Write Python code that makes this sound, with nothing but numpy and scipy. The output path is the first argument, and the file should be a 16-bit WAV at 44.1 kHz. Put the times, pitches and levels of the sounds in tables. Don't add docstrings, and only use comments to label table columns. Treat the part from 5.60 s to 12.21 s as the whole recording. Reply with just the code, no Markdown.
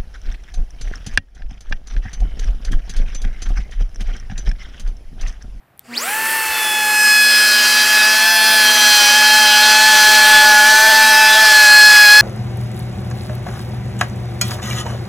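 import sys
import numpy as np
from scipy import signal
from scipy.fft import rfft, irfft, next_fast_len
from scipy.io import wavfile
from scipy.ndimage import uniform_filter1d

SR = 44100
rng = np.random.default_rng(int(sys.argv[2]) if len(sys.argv) > 2 else 0)


def master_out(mix):
    frames = np.transpose(np.atleast_2d(mix))
    ceiling = np.clip(frames, -1, 1)
    pcm = np.round(ceiling * 32767).astype(np.int16)
    wavfile.write(sys.argv[1], SR, pcm)


def to_linear_factor(level_db):
    exponent = np.asarray(level_db, float) / 20
    return 10 ** exponent


N = 291501
T = np.arange(N) / SR

# f/Hz, level/dB per Hz
SHOP_COLOUR = [(18, -40), (30, -14), (113, -3), (415, -15), (485, -16), (794, -8), (978, -15), (1560, -15),
               (6360, -38), (15000, -30.5)]
SHOP_DB = -56.5

# t/s, peak level/dB
SWITCH_CLICKS = [
    (.177, -36),
    (.1935, -19),
]
# f/Hz, width/Hz, level/dB
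SWITCH_MODES = [(3160, 360, -17), (4200, 870, -6), (6500, 900, -26), (8900, 600, -17), (10700, 740, 1),
                (12900, 840, 9)]

HUM_HZ = 240
HUM_ORDERS_DB = [1.5, -9, -13, -14, -14]
HUM_DB, HUM_DB_PER_LOAD_DB = -47.5, 0.6
# t/s, half length/s, level/dB
HUM_START = [(.33, 0.056, 11.6)]
# t/s, half length/s, level/dB
HUM_DIPS = [(0.872, 0.21, -11), (3.367, .05, -9), (5.253, .08, -3), (5.97, 0.16, -17), (6.4, 0.15, -18)]

# idle level/dB, share of chip load, power of speed
NOISE_LAYERS = [
    (-39.5, .25, 0.73),
    (-26, 0.42, 1.23),
    (-32.5, .99, 1.3),
    (-26.5, 0.26, 1.7),
]
# f/Hz, level/dB per Hz
RUMBLE_COLOUR = [(20, -26), (60, -16), (120, -6), (200, -6.5), (400, 5.5), (600, 3.5), (900, 2)]
ROAR_COLOUR = [(400, -24), (650, -14), (1000, -5.5), (1400, 0.5), (1900, 0), (2800, -2.5), (3300, -7),
               (4000, -19)]
SPRAY_COLOUR = [(2600, -18), (3200, -3.5), (3650, -6.5), (4100, 0), (4700, 0), (6000, -2), (7000, -6),
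                (8200, -8)]
HISS_COLOUR = [(5800, -36), (7200, -6), (9000, -4.5), (11000, -5.5), (13000, -7), (15000, -5.5),
               (17000, -16)]
# t/s, share 0-1
LEAN = [
    (2.6, 0.04),
    (2.75, 0.73),
    (2.95, 0.63),
    (3.1, 0.0084),
]
# low f/Hz, high f/Hz
LEAN_BAND = [6300, 8500]

# t/s, strike rate f/Hz, slot whine level/dB
RUN_UP = [(.235, 20, -75), (.3, 100, -56), (.34, 182, -38), (.378, 392, -29), (.4, 485, -34),
          (.44, 662, -32), (.48, 788, -38), (.52, 848, -42), (.57, 876, -52)]
# t/s, f/Hz
LOADED_SPEED = [(0.58, 1755), (0.76, 1784), (1.1, 1706), (1.72, 1687), (2.41, 1700), (2.64, 1730),
                (2.93, 1727), (3.03, 1706), (3.41, 1666), (3.75, 1712), (3.93, 1691), (4.2, 1719),
                (5.04, 1707), (5.24, 1752), (5.78, 1741), (6.03, 1699), (6.48, 1670), (6.6, 1696)]
# t/s, half length/s, shift of the second order f/Hz
NUDGES = [(.61, 0.0395, 6), (.82, .1, -10), (1.1, 0.11, 8), (1.97, 0.079, -13), (2.35, 0.055, 6),
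          (2.76, 0.071, 9), (3.34, .07, 9), (3.47, 0.037, -12), (3.57, 0.035, 12), (4.28, 0.063, 12),
          (4.44, .06, -10), (4.96, 0.057, -10), (5.12, .08, 7), (5.48, 0.0488, -11), (5.68, .1, -8),
          (5.82, .04, 9), (6.08, 0.031, -11), (6.32, .14, 12), (6.48, 0.029, -9)]
# f/Hz, width/Hz, level/dB
HOUSING = [(1200, 500, 0), (2100, 500, 1), (4680, 260, 13), (7300, 900, 3), (14500, 1500, 7)]
# t/s, level/dB
BRUSHES = [(.23, -58), (.3, -53), (.39, -41), (.45, -52), (.6, -70)]
SLOT_DB, BLADE_DB, RING_DB, EDGE_DB = -44, -34.5, -44.5, -31.5
# t/s, half length/s, level/dB
BLADE_SWELLS = [(.87, .12, -7), (1.5, 0.58, 2.5), (3.05, .25, 4), (4.8, .4, -1), (5.35, .15, 5),
                (5.85, 0.13, -3), (6.25, .2, 6)]
# t/s, half length/s, level/dB
ENTRY = [(1.45, 0.3, 8)]
# order, level/dB
EDGE_ORDERS = [(8, -7), (9, -6), (10, -2), (11, -11), (14, -9), (15, -14), (16, -13), (17, -13), (18, -16)]

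# t/s, offset below each order f/Hz, board shake level/dB, bit shake level/dB
CHATTER = [(1.5, 237.4, -43, -36), (1.7, 241, -25.5, -26), (2.1, 214.3, -30.5, -23),
           (2.55, 203.5, -24.5, -23.5), (2.8, 183.3, -21.5, -21.5), (3.15, 205, -26, -21),
           (3.3, 190.4, -24, -21), (3.45, 237.7, -26, -23), (3.75, 223.6, -23, -20.5),
           (3.9, 239.8, -22.5, -18), (4.2, 212, -21.5, -21.5), (4.35, 238.1, -20.5, -20),
           (4.5, 211.8, -20, -20.5), (4.65, 241, -18, -21.5), (5.6, 239.4, -18, -24.5),
           (5.85, 221, -18.5, -22.5), (6.05, 240, -25, -32), (6.6, 242.7, -27, -38)]
# order, curve (0 board, 1 bit, 2 fine), level/dB, level/dB at twice the offset
CHATTER_ORDERS = [(1, 0, -10.5, -30), (2, 0, -1, -18), (3, 0, -7, -22), (4, 1, -1, -14), (5, 1, -4, -14),
                  (6, 2, -1, -11), (7, 2, -7, -14), (8, 2, -13, -20), (9, 2, -13, -22), (10, 2, -12, -22),
                  (12, 2, -15, -20), (15, 2, -17, -22)]
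FINE_CHATTER_DB, FINE_LATE_DB = -22.5, -8
# order, t/s, half length/s, level/dB
SHAKES = [(4, 3.45, 0.28, 5), (6, 2.3, 0.17, 0.5), (6, 3.37, 0.21, 2), (5, 6.05, 0.19, 7),
          (3, 5.49, 0.22, -0.5), (4, 2.5, 0.39, -3)]
# order, t/s, half length/s, level/dB
DOUBLE_SHAKES = [(5, 5.53, 0.54, 9)]

# t/s, then level/dB of table drumming, bite, edge sharpness, bit flex and chip load
CUT = [(.55, -27.5, -23, -38, -53, -0.5), (1.0, -28, -27, -35, -36.5, 2.5),
       (1.3, -24, -18.5, -30, -28, 0.5), (1.52, -31, -12, -23, -14.5, 4.5), (1.75, -42, -14.5, -22, -13, 5),
       (2.05, -32.5, -18, -23, -26, 9.5), (2.35, -28.5, -13, -37, -22, 10.5),
       (2.8, -24, -15, -22, -31, 6.5), (3.15, -24.5, -15.5, -23.5, -33, 12.5),
       (3.4, -21.5, -17, -18.5, -23, 14), (3.7, -18.5, -12.5, -20.5, -23, 13),
       (4.0, -18, -15, -19.5, -24, 14), (4.45, -16.5, -11.5, -19.5, -32, 15),
       (4.9, -15, -8, -23.5, -29, 14), (5.2, -16.5, -11, -26.5, -38, 12), (5.65, -15.5, -11, -27, -17, 12),
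       (6.0, -19.5, -7.5, -15.5, -19, 15), (6.6, -22.5, -6, -15, -15, 14)]
# level/dB when their control is at -25 dB, share of its swing
THIRD = (-22.5, 0.39)
FOURTH = (-29, 0.75)
FIFTH = (-25.5, 1)
SIXTH = (-27, 1)
RUN_UP_POWER = 2.2
TOUCH_S, UNTOUCHED_DB = .93, -14
# order, t/s, half length/s, level/dB
ACCENTS = [(3, 5.2, 0.22, -15), (3, 5.85, 0.13, -13), (4, 1.11, 0.23, 10), (4, 1.42, 0.066, -14),
           (4, 2, 0.19, -11), (4, 3.74, 0.089, -15), (4, 13, 0.11, -8), (4, 4.78, 0.084, 12.5),
           (4, 6.1, 0.094, -10), (4, 5.72, 0.058, 9), (5, 1.07, 0.078, -12), (5, 2.585, 0.13, 4),
           (5, 3.35, 0.16, 3), (5, 5.4, 0.088, 7), (5, 5.65, 0.11, -21), (6, 5.8, .12, -7),
           (1, 0.44, 0.049, -3), (2, 0.48, 0.054, -1.5), (7, 3.37, 0.28, 8), (7, 6.25, 0.32, -13),
           (12, 3.1, 0.095, 3), (12, 2.27, 0.19, 1), (12, 1.56, 0.085, -5)]


def curves(table):
    s, *columns = np.transpose(table)
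    return [np.interp(T, s, c) for c in columns]


def ramp(start_s, length_s):
    return np.clip((T - start_s) / length_s, 0, 1)


def before(end_s, length_s):
    return np.clip((end_s - T) / length_s, 0, 1)


def swells(rows):
    return sum(height * np.exp(-((T - s) / half_s) ** 2) for s, half_s, height in rows)


def accents(order, table=ACCENTS):
    return swells([row[1:] for row in table if row[0] == order])


def speed_db(hz):
    return 20 * np.log10(np.clip(hz / 800, .01, 1))


def walk(rate, t=T):
    steps = np.arange(0, N / SR * rate + 2, .25)
    levels = np.repeat(rng.standard_normal(len(steps) // 4 + 1), 4)
    levels = uniform_filter1d(uniform_filter1d(levels, size=4), size=4)
    return 1.3 * np.interp(t * rate, steps, levels[:len(steps)])


def coloured(x, spectrum):
    hz, db = np.transpose(spectrum)
    size = next_fast_len(N)
    bins_hz = np.arange(size // 2 + 1) * SR / size
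    gain = to_linear_factor(np.interp(np.log(bins_hz + 1), np.log(hz), db, left=-90, right=-90))
    y = irfft(rfft(x, size) * gain, size)[:N]
    return y / np.std(y)


def tone(turns, db, wobble_db, rate):
    gain = np.repeat(to_linear_factor(db[::8] + wobble_db * walk(rate, T[::8])), 8)[:N]
    phase = .17 * rng.standard_normal()
    return np.sqrt(2) * gain * np.cos(2 * np.pi * (turns + phase))


def peak(hz, centre_hz, width_hz):
    return 1 / np.sqrt(1 + (2 * (hz - centre_hz) / width_hz) ** 2)


def shop():
    return to_linear_factor(SHOP_DB) * coloured(rng.standard_normal(N), SHOP_COLOUR)


def concrete(airborne):
    t = np.arange(int(.4 * SR)) / SR
    decay = np.exp(-np.log(1000) * t / 0.28)
    tail = uniform_filter1d(rng.standard_normal(len(t)), size=3) * decay * (t > .006)
    return to_linear_factor(-15) * signal.fftconvolve(airborne, tail / np.linalg.norm(tail))[:N]


def thud():
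    t = np.clip(T - .885, 0, 1)
    return to_linear_factor(-33.0) * np.sin(2 * np.pi * 72 * t) * t / 0.013 * np.exp(-t / 0.0125)


def switch():
    out, t = np.zeros(N), np.arange(900) / SR
    highpass = signal.butter(2, 2000, "highpass", fs=SR, output="sos")
    for s, db in SWITCH_CLICKS:
        ring = 0
        for f_hz, w_hz, g_db in SWITCH_MODES:
            ring = ring + to_linear_factor(g_db) * np.exp(-np.pi * w_hz * t) * np.sin(2 * np.pi * f_hz * t)
        blow = rng.standard_normal(len(t)) * np.exp(-t / 0.00057)
        ring = signal.sosfilt(highpass, np.convolve(ring, blow)[:len(t)])
        start = int(s * SR)
        out[start:start + len(t)] += to_linear_factor(db) * ring / np.abs(ring).max()
    return out


def hum(mains):
    load = curves(CUT)[4]
    fade_db = -8 * ramp(.36, 0.11)
    level_db = HUM_DB + HUM_DB_PER_LOAD_DB * load + swells(HUM_START + HUM_DIPS) - 25 * before(.29, 0.025)
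    out = 0
    for k, db in enumerate(HUM_ORDERS_DB):
        out = out + tone((k + 1) * mains, level_db + db + fade_db * min(k, 1), wobble_db=1, rate=8)
    return out


def noises(hz, turns, mains):
    load, lean = curves(CUT)[4], curves(LEAN)[0]
    strike = np.exp(.5 * (hz / 850) ** 2 * np.cos(2 * np.pi * turns))
    spark = np.exp(.17 * np.cos(2 * np.pi * mains))
    feed = walk(5.5)
    levels = [db + share * load + power * speed_db(hz) for db, share, power in NOISE_LAYERS]
    levels[3] = levels[3] + 3 * lean - .5 * swells(ENTRY)
    colours = (RUMBLE_COLOUR, ROAR_COLOUR, SPRAY_COLOUR, HISS_COLOUR)
    gates = (spark, 1, strike * spark, strike * spark)
    out = 0
    for db, colour, gate, grit_db in zip(levels, colours, gates, (0, 0, 1.3, .7)):
        grains = rng.standard_normal(N) * to_linear_factor(grit_db * walk(1500)) * gate
        out = out + to_linear_factor(db + .4 * feed + .8 * walk(14)) * coloured(grains, colour)
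    band = signal.butter(2, LEAN_BAND, "bandpass", fs=SR, output="sos")
    return out - lean * signal.sosfiltfilt(band, out)


def slot_whine(hz, turns, slot_up_db, throb):
    out = 0
    for k, db in enumerate((0, -11, -15)):
        order = 12 * (k + 1)
        line_hz = order * hz
        body = .3 + sum(to_linear_factor(g_db) * peak(line_hz, f_hz, w_hz) for f_hz, w_hz, g_db in HOUSING)
        slots = tone(order * turns, slot_up_db + db, wobble_db=1, rate=20)
        out = out + throb * body * slots * (line_hz < 17000) * (T < .6)
    return out


def brushes(throb):
    sparks = rng.standard_normal(N) * throb
    level_db = curves(BRUSHES)[0]
    out = 0
    for f_hz, w_hz, g_db in HOUSING[:4]:
        ring = signal.lfilter(*signal.iirpeak(f_hz, f_hz / (w_hz + 250), SR), sparks)
        out = out + 2 * to_linear_factor(level_db + g_db / 3) * ring
    return out


def motor(hz, turns, mains, slot_up_db, biting):
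    _, _, edge, _, load = curves(CUT)
    lean, entry = curves(LEAN)[0], swells(ENTRY)
    blade_db = BLADE_DB + swells(BLADE_SWELLS)
    slot_db = SLOT_DB + 14 * lean + entry + 0.39 * load + accents(12)
    ring_db = RING_DB + 1.3 * load + 1.55 * entry + accents(7)
    edge_db = EDGE_DB + 0.57 * (edge + 25) + entry - 11 * lean - 6 * before(1.2, 0.33)
    shaken = turns + .016 * biting * walk(120)
    lines = 0
    for order, db in ((13, blade_db), (12, slot_db), (7, ring_db)):
        lines = lines + tone(order * shaken, db, wobble_db=2, rate=15)
    for order, db in EDGE_ORDERS:
        lines = lines + tone(order * shaken, edge_db + db - 3 * biting, wobble_db=2.5, rate=6)
    throb = np.exp(1.3 * (np.cos(2 * np.pi * mains) - 1)) * 2.1
    return ramp(.46, 0.026) * lines + slot_whine(hz, turns, slot_up_db, throb) + brushes(throb)


def chatter(turns, biting):
    offset_hz, *db = curves(CHATTER)
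    db.append(FINE_CHATTER_DB + FINE_LATE_DB * before(1.9, 0.6))
    slip = np.cumsum(offset_hz + 3 * walk(20) + 8 * walk(110)) / SR
    out = 0
    for k, c, first_db, second_db in CHATTER_ORDERS:
        single_db = db[c] + first_db + accents(k, SHAKES)
        double_db = db[c] + second_db + accents(k, DOUBLE_SHAKES)
        above_db = db[c] + second_db + 0.37
        out = out + tone(k * turns - slip, single_db, wobble_db=2.5, rate=60)
        out = out + tone(k * turns - 2 * slip, double_db, wobble_db=5.0, rate=73)
        out = out + tone((k - 1) * turns + slip, above_db, wobble_db=4.0, rate=76)
    return biting * out


def cutter(hz, turns):
    late_db = 1.5 * before(.6, .1)
    drum, bite, edge, flex, _ = curves(CUT)
    orders = [drum, bite]
    for (db, share), control in ((THIRD, flex), (FOURTH, edge), (FIFTH, edge), (SIXTH, flex)):
        orders.append(db + share * (control + 25))
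    orders[3] = orders[3] + UNTOUCHED_DB * before(TOUCH_S, .02)
    out = 0
    for k, db in enumerate(orders):
        level_db = db + RUN_UP_POWER * speed_db(hz) + accents(k + 1) - k * late_db
        out = out + tone((k + 1) * turns, level_db, wobble_db=.7 + .35 * k, rate=14)
    return out


def scene():
    up_hz, slot_up_db = curves(RUN_UP)
    loaded_hz = (curves(LOADED_SPEED)[0] + swells(NUDGES)) / 2
    running = ramp(.55, .04)
    hz = uniform_filter1d((1 - running) * up_hz + running * loaded_hz, size=900)
    turns = np.cumsum(hz * (1 + .0012 * walk(25))) / SR
    mains = HUM_HZ * T
    powered, biting = ramp(.228, 0.021), ramp(1.5, 0.62)
    machine = motor(hz, turns, mains, slot_up_db, biting) + noises(hz, turns, mains)
    airborne = powered * machine + switch() + thud()
    cut = cutter(hz, turns) + chatter(turns, np.sqrt(biting)) + hum(mains)
    mono = shop() + concrete(airborne) + airborne + powered * cut
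    return np.array([mono, mono])


def roll_off(x):
    return signal.sosfilt(signal.butter(12, 15710, fs=SR, output="sos"), x)


def record(dry):
    squeezed = dry / (1 + np.abs(dry / .99) ** 8) ** (1 / 8)
    return roll_off(squeezed)


dry = scene()
out = record(dry)
master_out(out)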